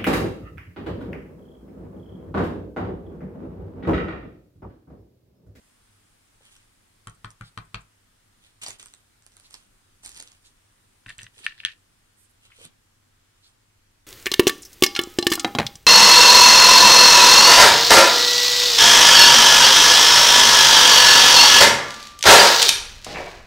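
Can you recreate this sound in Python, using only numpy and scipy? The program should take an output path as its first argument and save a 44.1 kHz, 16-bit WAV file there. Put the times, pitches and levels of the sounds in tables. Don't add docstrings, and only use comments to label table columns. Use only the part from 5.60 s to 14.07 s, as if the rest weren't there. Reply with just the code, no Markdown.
import sys
import numpy as np
from scipy import signal
from scipy.io import wavfile
from scipy.ndimage import uniform_filter1d

SR = 44100
rng = np.random.default_rng(int(sys.argv[2]) if len(sys.argv) > 2 else 0)


def transcribe(signal):
    frames = np.atleast_2d(signal).T
    limited = np.clip(frames, -1, 1)
    pcm = np.round(limited * 32767).astype(np.int16)
    wavfile.write(sys.argv[1], SR, pcm)


def convert_level_to_amplitude(level_db):
    exponent = np.asarray(level_db, float) / 20
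    return 10 ** exponent


N = 373394

# start_s [s], knock_db [peak dB], tick_db [dB], handle_db [dB against the knock],
# pitch_factor [ratio, of the pad case]
KNOCKS = [
    (1.472, -30, -39, -1.5, 1.04),
    (1.646, -26, -48.5, -2, 0.97),
    (1.811, -28.5, -47, -8, 1.16),
    (1.976, -24, -45, -2, 1.001),
    (2.145, -25.5, -40.5, 6.5, 0.985),
]


def evened(x):
    return x / np.sqrt(np.mean(x ** 2) + 1e-20)


def read(points, hz):
    point_hz, value = np.transpose(points)
    return np.interp(np.log(hz + 1), np.log(point_hz + 1), value)


def add(mix, start_s, sound, pan_db, lag):
    for channel, (side, late) in enumerate([(0.5, lag), (-5.5, 0)]):
        part = mix[channel, round(start_s * SR + late):][:len(sound)]
        part += convert_level_to_amplitude(side * pan_db / 2) * sound[:len(part)]


def resonate(x, hz, width_hz):
    r = np.exp(-np.pi * width_hz / SR)
    return 2 * signal.lfilter([1 - r], [1, -r * np.exp(2j * np.pi * hz / SR)], x).real


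def coloured(x, hz, width_hz):
    return resonate(resonate(x, hz, width_hz), hz, width_hz)


def surface(x, peaks):
    return sum(convert_level_to_amplitude(db) * coloured(x, hz, width_hz) for hz, width_hz, db in peaks)


def ring(modes, size, rise, spread_db, detune):
    hz, db, t60_s = np.transpose(modes)[:, :, None]
    t = np.arange(size) / SR
    strength_luck, pitch_luck = rng.standard_normal((2, len(modes), 1))
    fading = convert_level_to_amplitude(db + spread_db * strength_luck - 60 * t / t60_s)
    tones = np.sin(2 * np.pi * hz * (1 + detune * pitch_luck) * t)
    x = (fading * tones).sum(0) * (1 - np.exp(-t / rise))
    return x / abs(x).max()


def burst(seconds, hz, width_hz, rise=1e-4):
    t = np.arange(2400 if hz < 1500 else 900) / SR
    shape = (1 - np.exp(-t / rise)) * np.exp(-t / np.clip(seconds, 1e-4, .01))
    x = coloured(rng.standard_normal(len(t)) * shape, hz, width_hz)
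    return x / abs(x).max()


def ink_pad():
    # pitch_hz [Hz], level_db [dB], t60_s [s]
    case_modes = [(480, -10, 0.015), (709, -13, 0.035), (900, -10.5, 0.019), (1067, -7.5, 0.019),
                  (1133, 0.5, 0.011), (1225, -21, 0.084), (1237, 1, 0.0096), (1300, -19.5, 0.087),
                  (1490, -16, 0.059), (1556, -12.5, 0.022), (1810, -2, 0.012), (1980, -14.5, 0.022)]
    # pitch_hz [Hz], level_db [dB], t60_s [s]
    handle_modes = [(480, -32, 0.021), (746, -23, 0.015), (1800, -9, 0.0023), (2070, -4.5, 0.0037),
                    (2470, -0.5, 0.0049), (2780, -2, 0.004), (3160, -2, 0.0062), (3530, -3.5, 0.0044),
                    (3900, -1.5, .0035), (4430, -9, 0.003), (5170, -19, 0.0025)]
    mix = np.zeros((2, N))
    for start_s, db, tick_db, handle_db, factor in KNOCKS:
        case = ring(np.multiply(case_modes, [factor, 1, 1]), size=4000, rise=.001, spread_db=1.5, detune=.004)
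        handle = ring(handle_modes, size=1000, rise=.0005, spread_db=1.5, detune=.012)
        wood_noise = burst(0.0038, 3170, 2600, rise=0.0004)
        tick = burst(0.00061, 8350, 3600, rise=0.00039)
        add(mix, start_s, convert_level_to_amplitude(db) * case, pan_db=1.0, lag=-32)
        add(mix, start_s, convert_level_to_amplitude(db + handle_db) * handle, pan_db=-0.5, lag=-13.5)
        add(mix, start_s + 0.00043, convert_level_to_amplitude(db + handle_db - 8.0) * wood_noise, pan_db=4.0, lag=-29.5)
        add(mix, start_s, convert_level_to_amplitude(tick_db + 6.5) * tick, pan_db=-0.5, lag=4.8)
    return mix


def peels():
    # start_s [s], level_db [dB], length_s [s], pitch_hz [Hz]
    peel_events = [(1.49, -72, 0.017, 8700), (1.542, -65, 0.016, 8500), (1.703, -56.5, 0.014, 8800),
                   (1.842, -64.5, 0.062, 8600), (1.824, -59, 0.073, 3900), (2.047, -67, 0.014, 8500),
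                   (2.202, -63, 0.023, 8000), (3.835, -58.5, 0.04, 4040), (4.844, -63, 0.045, 7400),
                   (4.838, -61.5, .05, 3900), (6.549, -65, 0.16, 9000), (6.569, -65, .09, 12260),
                   (6.687, -66.5, 0.036, 11000), (7.819, -61, 0.066, 4230)]
    mix = np.zeros((2, N))
    for start_s, db, seconds, hz in peel_events:
        hiss = coloured(rng.standard_normal(6000), hz, 0.42 * hz)[:round(seconds * SR)]
        hiss = evened(hiss) * signal.windows.tukey(len(hiss), .6)
        add(mix, start_s, convert_level_to_amplitude(db) * hiss, pan_db=-0.1, lag=4.3)
    return mix


def paper():
    # start_s [s], peak_db [dB], brightest_hz [Hz]
    press = [(3.197, -32, 3900), (3.2005, -30.5, 6700), (3.2279, -30.5, 8500), (3.259, -30.5, 8700),
             (3.2837, -40, 6100), (3.3378, -32, 8040), (3.6233, -46, 7240), (3.6647, -35.5, 9600),
             (3.72, -46.5, 4260), (3.7676, -34.5, 9300), (3.7986, -37, 9300), (3.9081, -37, 8600),
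             (3.9256, -46, 9240), (3.9418, -26, 4800), (3.9447, -37, 6950)]
    # start_s [s], peak_db [dB], brightest_hz [Hz]
    lift = [(.965, -42, 4950), (1.497, -39, 8560), (1.705, -36.5, 7540), (4.4346, -37, 9300),
            (4.449, -28.5, 9800), (4.4524, -31.5, 7800), (4.4606, -24.5, 9080), (4.4794, -47, 8800),
            (4.4921, -30.5, 9500), (4.5468, -36, 5250), (4.5635, -32, 3880), (4.517, -33, 7000),
            (4.5745, -31, 9800), (4.5762, -34, 5300), (4.5874, -34, 4900), (4.599, -29, 5200),
            (4.602, -24, 8140), (4.6251, -26.5, 8950), (4.675, -35.5, 3900), (4.718, -35.5, 5630),
            (5.467, -43, 7900), (5.4944, -32, 8700), (5.549, -49, 9000), (5.5823, -31, 7540),
            (5.617, -34, 7150), (5.6317, -26, 4800), (7.0517, -26.5, 9800)]
    # start_s [s], peak_db [dB], brightest_hz [Hz], length_s [s]
    crumple = [(3.015, -40, 2500, .002), (3.0186, -31, 7700, 0.0023), (3.024, -46, 4000, .002),
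               (3.027, -39, 5500, 0.001), (3.031, -37, 6000, .0015), (3.0369, -24.5, 8550, 0.0013),
               (3.0393, -28, 8000, .002), (3.045, -33, 7000, 0.0012), (3.0605, -37, 5000, .002),
               (3.0633, -22.5, 4730, 0.002), (3.0703, -32, 6070, .003), (3.076, -34, 8000, .002),
               (3.0826, -33, 5000, .0015), (3.083, -23.5, 9300, .0015), (3.088, -35, 8000, .002),
               (3.0953, -35, 3800, 0.00095), (3.102, -30, 6940, 0.0024), (3.1058, -26, 7040, 0.0015),
               (3.13, -42, 7000, 0.00089), (3.1398, -45, 9340, .001)]
    snap_s = .0006
    press_body_db, lift_body_db = -19.5, -24
    snaps = [(*row, snap_s, press_body_db) for row in press]
    snaps += [(*row, snap_s, lift_body_db) for row in lift]
    snaps += [(*row, press_body_db) for row in crumple]
    mix = np.zeros((2, N))
    for start_s, db, hz, seconds, body_db in snaps:
        crack = 0.39 * burst(seconds, 3850, 2400) + 0.67 * burst(seconds, 7030, 3700)
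        crack = crack + 0.88 * burst(seconds, hz, 2130)
        add(mix, start_s, convert_level_to_amplitude(db - 1.5) * crack, pan_db=.3, lag=8)
        mix[0, round(start_s * SR):][:len(crack)] += convert_level_to_amplitude(db - 7.5) * burst(1.1 * seconds, 7900, 6000)
        body = burst(0.0036, 1200, 2450, rise=0.0007)
        add(mix, start_s, convert_level_to_amplitude(db + body_db) * body, pan_db=-1.5, lag=1.5)
    return mix


def box():
    # start_s [s], peak_db [dB], pitch_hz [Hz], box_ring_db [dB against the clack]
    clacks = [(5.4618, -33, 2700, -0.5), (5.4637, -32.5, 2300, -5), (5.484, -39, 2000, 2),
              (5.4905, -34, 3900, 0), (5.4945, -31, 2620, -9.5), (5.4975, -28, 2670, -11),
              (5.503, -32, 3900, 2), (5.511, -39.5, 1800, -2), (5.5244, -39, 3200, -11),
              (5.588, -36.5, 2200, -2.5), (5.59, -25.5, 2980, -21), (5.5945, -32, 3300, -4.5),
              (5.598, -43, 2900, -4), (5.6103, -39.5, 2750, -1), (5.6185, -35, 2870, -9),
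              (5.644, -47, 4150, 4.5), (5.666, -33.5, 2900, -3), (5.6685, -36, 3040, -8),
              (5.7443, -51, 3180, -13.5), (5.7632, -49.5, 3310, -8.5), (5.7907, -44.5, 2520, -12),
              (5.8131, -44.5, 3380, -11), (5.837, -38, 2730, -9.5), (5.8437, -30, 4730, -16),
              (5.8505, -39, 2900, -12.5), (5.8555, -38.5, 3230, -15), (5.865, -8, 2500, -6),
              (5.8734, -30.5, 2300, -4), (5.8895, -41, 4670, -6.5), (5.9015, -38, 2780, -8),
              (5.909, -37, 2300, -4), (5.9227, -36, 2600, -5), (5.9795, -38.5, 4300, -8),
              (5.9877, -41, 3570, -9), (6.0025, -22.5, 2700, -20.5), (6.0343, -36.5, 2310, -2),
              (6.0388, -31, 2580, -9), (6.05, -3, 3330, -15), (6.0572, -20, 3500, -12.5),
              (6.0592, -21, 2970, -8), (6.0625, -24.5, 3600, -10), (6.072, -25.5, 2500, -7.5),
              (6.084, -25.5, 2700, -7), (6.092, -32.5, 3100, -6), (6.1063, -34, 2600, -9)]
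    # pitch_ratio [of its own pitch], level_db [dB], t60_s [s]
    block_modes = [(0.98, -2.5, 0.004), (1.2, -15.5, 0.0043), (1.1, -13, 0.0047), (1.6, -23.5, 0.005)]
    # pitch_hz [Hz], level_db [dB], t60_s [s]
    wall_modes = [(1000, -20, .015), (1230, -12.5, 0.02), (1560, -5.5, 0.017), (1800, 4.5, .018),
                  (1855, 1.5, 0.018), (1980, -4, 0.016), (2300, -5.5, 0.02), (2670, -3.5, 0.026),
                  (3600, -5, 0.012)]
    pan_db, hard_db = 0.5, -15
    mix = np.zeros((2, N))
    for start_s, db, hz, ring_db in clacks:
        block = ring(np.multiply(block_modes, [hz, 1, 1]), size=1500, rise=.0005, spread_db=1, detune=.01)
        box_ring = ring(wall_modes, size=2500, rise=.0005, spread_db=2, detune=.015)
        block_lag = np.interp(start_s, (5.9, 6.0), (1, 3))
        add(mix, start_s, convert_level_to_amplitude(db - 2.5) * block, pan_db, block_lag)
        add(mix, start_s, convert_level_to_amplitude(db + ring_db) * box_ring, pan_db, lag=0)
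        tick_db = -12 + .75 * db
        add(mix, start_s, convert_level_to_amplitude(db + tick_db) * burst(0.0007, 7500, 4500), pan_db, lag=1)
        if db > hard_db:
            mix[:, round(start_s * SR):][:, :4400] += convert_level_to_amplitude(db - 34) * rattle()
    return signal.sosfilt(signal.butter(4, 1250, "high", fs=SR, output="sos"), mix)


def rattle():
    t60_s, hits_per_s = 0.26, 750
    t = np.arange(4400) / SR
    hits = (rng.random((2, len(t))) < hits_per_s / SR) * rng.standard_normal((2, len(t)))
    hits = hits + 0.037 * rng.standard_normal((2, len(t)))
    x = surface(hits, [(1800, 700, -3.5), (2700, 1800, 2.0), (3700, 1300, -5.5)])
    return evened(x) * convert_level_to_amplitude(-60 * t / t60_s) * signal.windows.tukey(len(t), .3)


def fingertips():
    # start_s [s], peak_db [dB], pitch_hz [Hz], length_s [s]
    thuds = [(0.807, -52, 630, 0.0018), (.964, -56, 1450, .002), (3.063, -36, 745, 0.00085),
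             (3.073, -44, 900, 0.0041), (3.083, -40, 656, .002), (3.942, -53, 870, 0.0063),
             (4.434, -47, 740, 0.0015), (4.448, -55.5, 55, .01), (4.52, -60, 50, 0.011),
             (4.598, -49, 433, 0.0035), (5.462, -40, 1230, 0.0016), (5.496, -42, 1170, 0.0027),
             (5.768, -60, 450, 0.005), (5.8, -55.5, 325, 0.0035), (6.902, -53, 1400, 0.0033),
             (6.917, -45.5, 2190, .003), (6.984, -50.5, 480, 0.006), (7, -52, 480, 0.0085),
             (7.009, -56, 480, 0.007), (7.043, -49.5, 190, 0.0094)]
    mix = np.zeros((2, N))
    for start_s, db, hz, seconds in thuds:
        add(mix, start_s, convert_level_to_amplitude(db) * burst(seconds, hz, 0.5 * hz, rise=seconds), pan_db=1.0, lag=-3.0)
    return mix


def skin():
    # start_s [s], firmest_s [s], end_s [s], hiss_db [dB], weight [0 light to 1 heavy]
    rubs = [(0.804, 0.863, .91, -58, 0.64), (0.881, 0.914, 1.08, -59, 0.45),
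            (2.798, 2.852, 2.93, -63.5, 0.8), (3.013, 3.024, 3.07, -41.5, 0.71),
            (3.039, 3.074, 3.17, -43, 0.47), (3.176, 3.188, 3.42, -54, 0.26),
            (3.619, 3.873, 3.9, -60, 0.14), (3.883, 3.937, 4.08, -54.5, 0.34),
            (4.418, 4.456, 4.6, -46.5, 0.11), (4.499, 4.57, 4.78, -51.5, 0.51),
            (4.816, 4.86, 4.92, -59, 0.18), (5.455, 5.5, 5.56, -58, 0.94), (5.575, 5.6, 5.69, -59, 0.94),
            (5.731, 5.797, 5.83, -52, 0.52), (5.813, 5.856, 5.865, -48, 0.97),
            (5.948, 6.006, 6.04, -70.5, 1.43), (6.805, 6.854, 6.9, -60.5, 0.73),
            (6.878, 6.914, 6.97, -72, 1.06), (6.928, 7.041, 7.085, -50.5, 0.65),
            (7.745, 7.874, 7.95, -64.5, 0.44)]
    # pitch_hz [Hz], width_hz [Hz], level_db [dB]
    hiss_peaks = [(9000, 1600, -7), (6600, 7200, 9), (12300, 5000, -28.5)]
    scrape_peaks = [(2426, 1450, -9.5), (3156, 1500, 0.5), (3980, 1700, -7.5)]
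    drag_peaks = [(200, 120, 3), (450, 570, 10), (750, 570, 4.6), (1310, 1300, 21)]
    touch_db, leave_db = -18, -18.5
    scrape_light_db, scrape_heavy_db = -19, 7.5
    drag_light_db, drag_heavy_db = -30, -8.5
    mix = np.zeros((2, N))
    for *times_s, hiss_db, weight in rubs:
        t = np.arange(times_s[0], times_s[-1], 1 / SR)
        stroke_db = hiss_db + np.interp(t, times_s, [touch_db, 0, leave_db])
        scrape_db = stroke_db + scrape_light_db + (scrape_heavy_db - scrape_light_db) * weight
        drag_db = stroke_db + drag_light_db + (drag_heavy_db - drag_light_db) * weight
        grip = convert_level_to_amplitude(3.0 * evened(uniform_filter1d(rng.standard_normal(len(t)), 90)))
        catches = (rng.random(len(t)) < 250 / SR) * rng.exponential(1.1, len(t))
        grip = grip + np.convolve(catches, np.exp(-np.arange(90) / 22))[:len(t)]
        common, apart = rng.standard_normal((2, len(t))) * grip * signal.windows.tukey(len(t), .1)
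        for channel, side in enumerate([1, -1]):
            slips = np.roll(common, 4 * side) + 1.3 * side * apart
            sound = convert_level_to_amplitude(stroke_db + .3 * side) * evened(surface(slips, hiss_peaks))
            sound = sound + convert_level_to_amplitude(scrape_db) * evened(surface(slips, scrape_peaks))
            sound = sound + convert_level_to_amplitude(drag_db) * evened(surface(slips, drag_peaks))
            mix[channel, round(times_s[0] * SR):][:len(t)] += sound
    return mix


def thump(db):
    # pitch_hz [Hz], level_db [dB], t60_s [s]
    table_modes = [(46.37, -2.5, 0.214), (110.4, 6, 0.16), (121, -9, 0.149), (151, -7, 0.27),
                   (182, -5.5, 0.19), (185, -10.5, 0.11), (279, -5, 0.071), (480, -26.5, .05)]
    return -convert_level_to_amplitude(db + 9) * ring(table_modes, size=12000, rise=.002, spread_db=1.5, detune=.012)


def table():
    # start_s [s], thump_db [dB]
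    bumps = [
        (3.031, -74),
        (3.202, -75),
        (4.408, -69),
        (4.522, -69),
        (5.465, -51),
        (5.583, -59.5),
        (5.631, -54),
        (5.851, -68),
        (6.047, -60),
        (6.989, -70),
    ]
    first_db, gain_db_per_s = -45, 7.5
    blows = [(row[0], first_db + gain_db_per_s * (row[0] - KNOCKS[0][0])) for row in KNOCKS]
    mix = np.zeros((2, N))
    for start_s, db in blows + bumps:
        add(mix, start_s - .002, thump(db), 0, lag=-3)
    return mix


def room(x):
    turn = np.floor(np.arange(N) / SR / .17) % 5
    return sum(signal.oaconvolve(x * (turn == k), walls(), axes=1)[:, :N] for k in range(5))


def walls():
    # delay_s [s], level_db [dB]
    echoes = [(.0078, -18), (0.0094, -6.5), (.014, -24), (0.02, -33.5)]
    # pitch_hz [Hz], t60_s [s]
    room_t60 = [(100, 0.31), (500, 0.27), (2000, 0.21), (5000, 0.14), (10000, 0.082)]
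    taps, size = np.zeros((2, 16000)), 1550
    at = 250 + 10 * np.arange(size) + rng.integers(0, 10, (2, size))
    np.put_along_axis(taps, at, convert_level_to_amplitude(-22.5) * rng.choice([-1., 1.], at.shape), 1)
    for delay_s, db in echoes:
        smear = rng.standard_normal(60) + .7 * rng.standard_normal((2, 60))
        taps[:, round(delay_s * SR):][:, :60] += convert_level_to_amplitude(db) * smear * np.hanning(60) / np.sqrt(33)
    hz, t, z = signal.stft(taps, SR, nperseg=128)
    return signal.istft(z * convert_level_to_amplitude(-60 * t / read(room_t60, hz)[:, None]), SR, nperseg=128)[1]


def camera(mix):
    # pitch_hz [Hz], width_hz [Hz], share_added [ratio]
    left_port = [(700, 520, -0.42), (2404, 590, 0.25)]
    shade_hz, shade_db = 5500, -7.5
    scatter = np.r_[1, .9 * rng.standard_normal(60) * np.exp(-np.arange(60) / 20)]
    scatter = scatter / np.linalg.norm(scatter)
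    treble = signal.sosfiltfilt(signal.butter(2, shade_hz, "high", fs=SR, output="sos"), mix[0])
    left = mix[0] - treble + convert_level_to_amplitude(shade_db) * np.convolve(treble, scatter)[:N]
    housing = sum(share * resonate(left, hz, width_hz) for hz, width_hz, share in left_port)
    return np.array([left + housing, mix[1]])


def ports(near):
    near = near + convert_level_to_amplitude(0.5) * resonate(near, 9300, 1600)
    return signal.sosfilt(signal.butter(2, 12500, fs=SR, output="sos"), near)


def machine():
    # pitch_hz [Hz], width_hz [Hz], level_db [dB]
    hum = (101, 7.2, -75)
    casing = (96, 32.9, -72.5)
    return sum(convert_level_to_amplitude(db) * evened(coloured(rng.standard_normal(N), hz, width_hz))
               for hz, width_hz, db in (hum, casing))


def hush():
    # pitch_hz [Hz], level_db [dB per Hz]
    air_colour = [(30, 1), (60, -15), (250, -12.5), (420, -19), (1300, -18.5), (6160, -24.5), (8500, -23.5),
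                  (15500, -35)]
    # time_s [s], level_db [dB]
    drift = [(0, -62), (1.3, -62.5), (2.5, -63), (4.2, -62.5), (5.499, -62.5), (7.3, -63.5), (8.47, -64)]
    # pitch_hz [Hz], likeness [0 to 1]
    likeness = [(30, 0.97), (60, 1), (150, 0.48), (400, 1), (1000, 0.11), (2400, 0.24), (6000, 0.042)]
    # pitch_hz [Hz], lean_db [dB]
    balance = [(60, -0.5), (180, 1), (550, 0.5), (1650, 1), (4970, 1), (15000, -3)]
    count, hz = N // 512 + 5, np.fft.rfftfreq(2048, 1 / SR)
    t = np.arange(count) * 512 / SR
    left_re, left_im, own_re, own_im, patches = rng.standard_normal((count, 1025, 5)).T
    patches = evened(uniform_filter1d(uniform_filter1d(patches, 24, 0), 8, 1))
    time_s, level_db = np.transpose(drift)
    swing_db = np.interp(t, time_s, level_db + 63.5)
    mids = np.exp(-np.log((hz + 1) / 1800) ** 2 / 0.93)[:, None] * 0.34 * swing_db
    highs = np.exp(-((hz - 9300) / 1500) ** 2)[:, None] * 3.1 * swing_db
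    same = np.clip(read(likeness, hz), -1, 1)[:, None]
    late = np.exp(-2j * np.pi * hz * 26 / SR)[:, None]
    left = left_re + 1j * left_im
    right = same * late * left + np.sqrt(1 - same ** 2) * (own_re + 1j * own_im)
    lean_db = np.multiply.outer([.5, -.5], read(balance, hz))[:, :, None]
    z = np.array([left, right]) * convert_level_to_amplitude(read(air_colour, hz)[:, None] + lean_db)
    scale = np.std(signal.istft(z, nperseg=2048, noverlap=1536)[1])
    z *= convert_level_to_amplitude(mids + highs + 0.76 * patches + np.interp(t, time_s, level_db)) / scale
    return signal.istft(z, nperseg=2048, noverlap=1536)[1][:, :N]


def scene():
    clacks = box()
    others = ink_pad() + peels() + fingertips() + paper() + skin()
    echo = room(others + convert_level_to_amplitude(-8.5) * clacks)
    near = ports(camera(clacks + others + echo))
    return near + table() + hush() + machine()


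def roll_off(x):
    return signal.sosfilt(signal.butter(12, 16600, fs=SR, output="sos"), x)


def record(dry):
    low_cut_hz, edge_hz = 16.06, 15850
    top_cut = signal.firwin(511, edge_hz, window=("kaiser", 9), fs=SR)
    limited = signal.oaconvolve(dry, top_cut[None], "same")
    limited = signal.sosfilt(signal.butter(4, low_cut_hz, "high", fs=SR, output="sos"), limited)
    return roll_off(limited)


dry = scene()
out = record(dry)
transcribe(out)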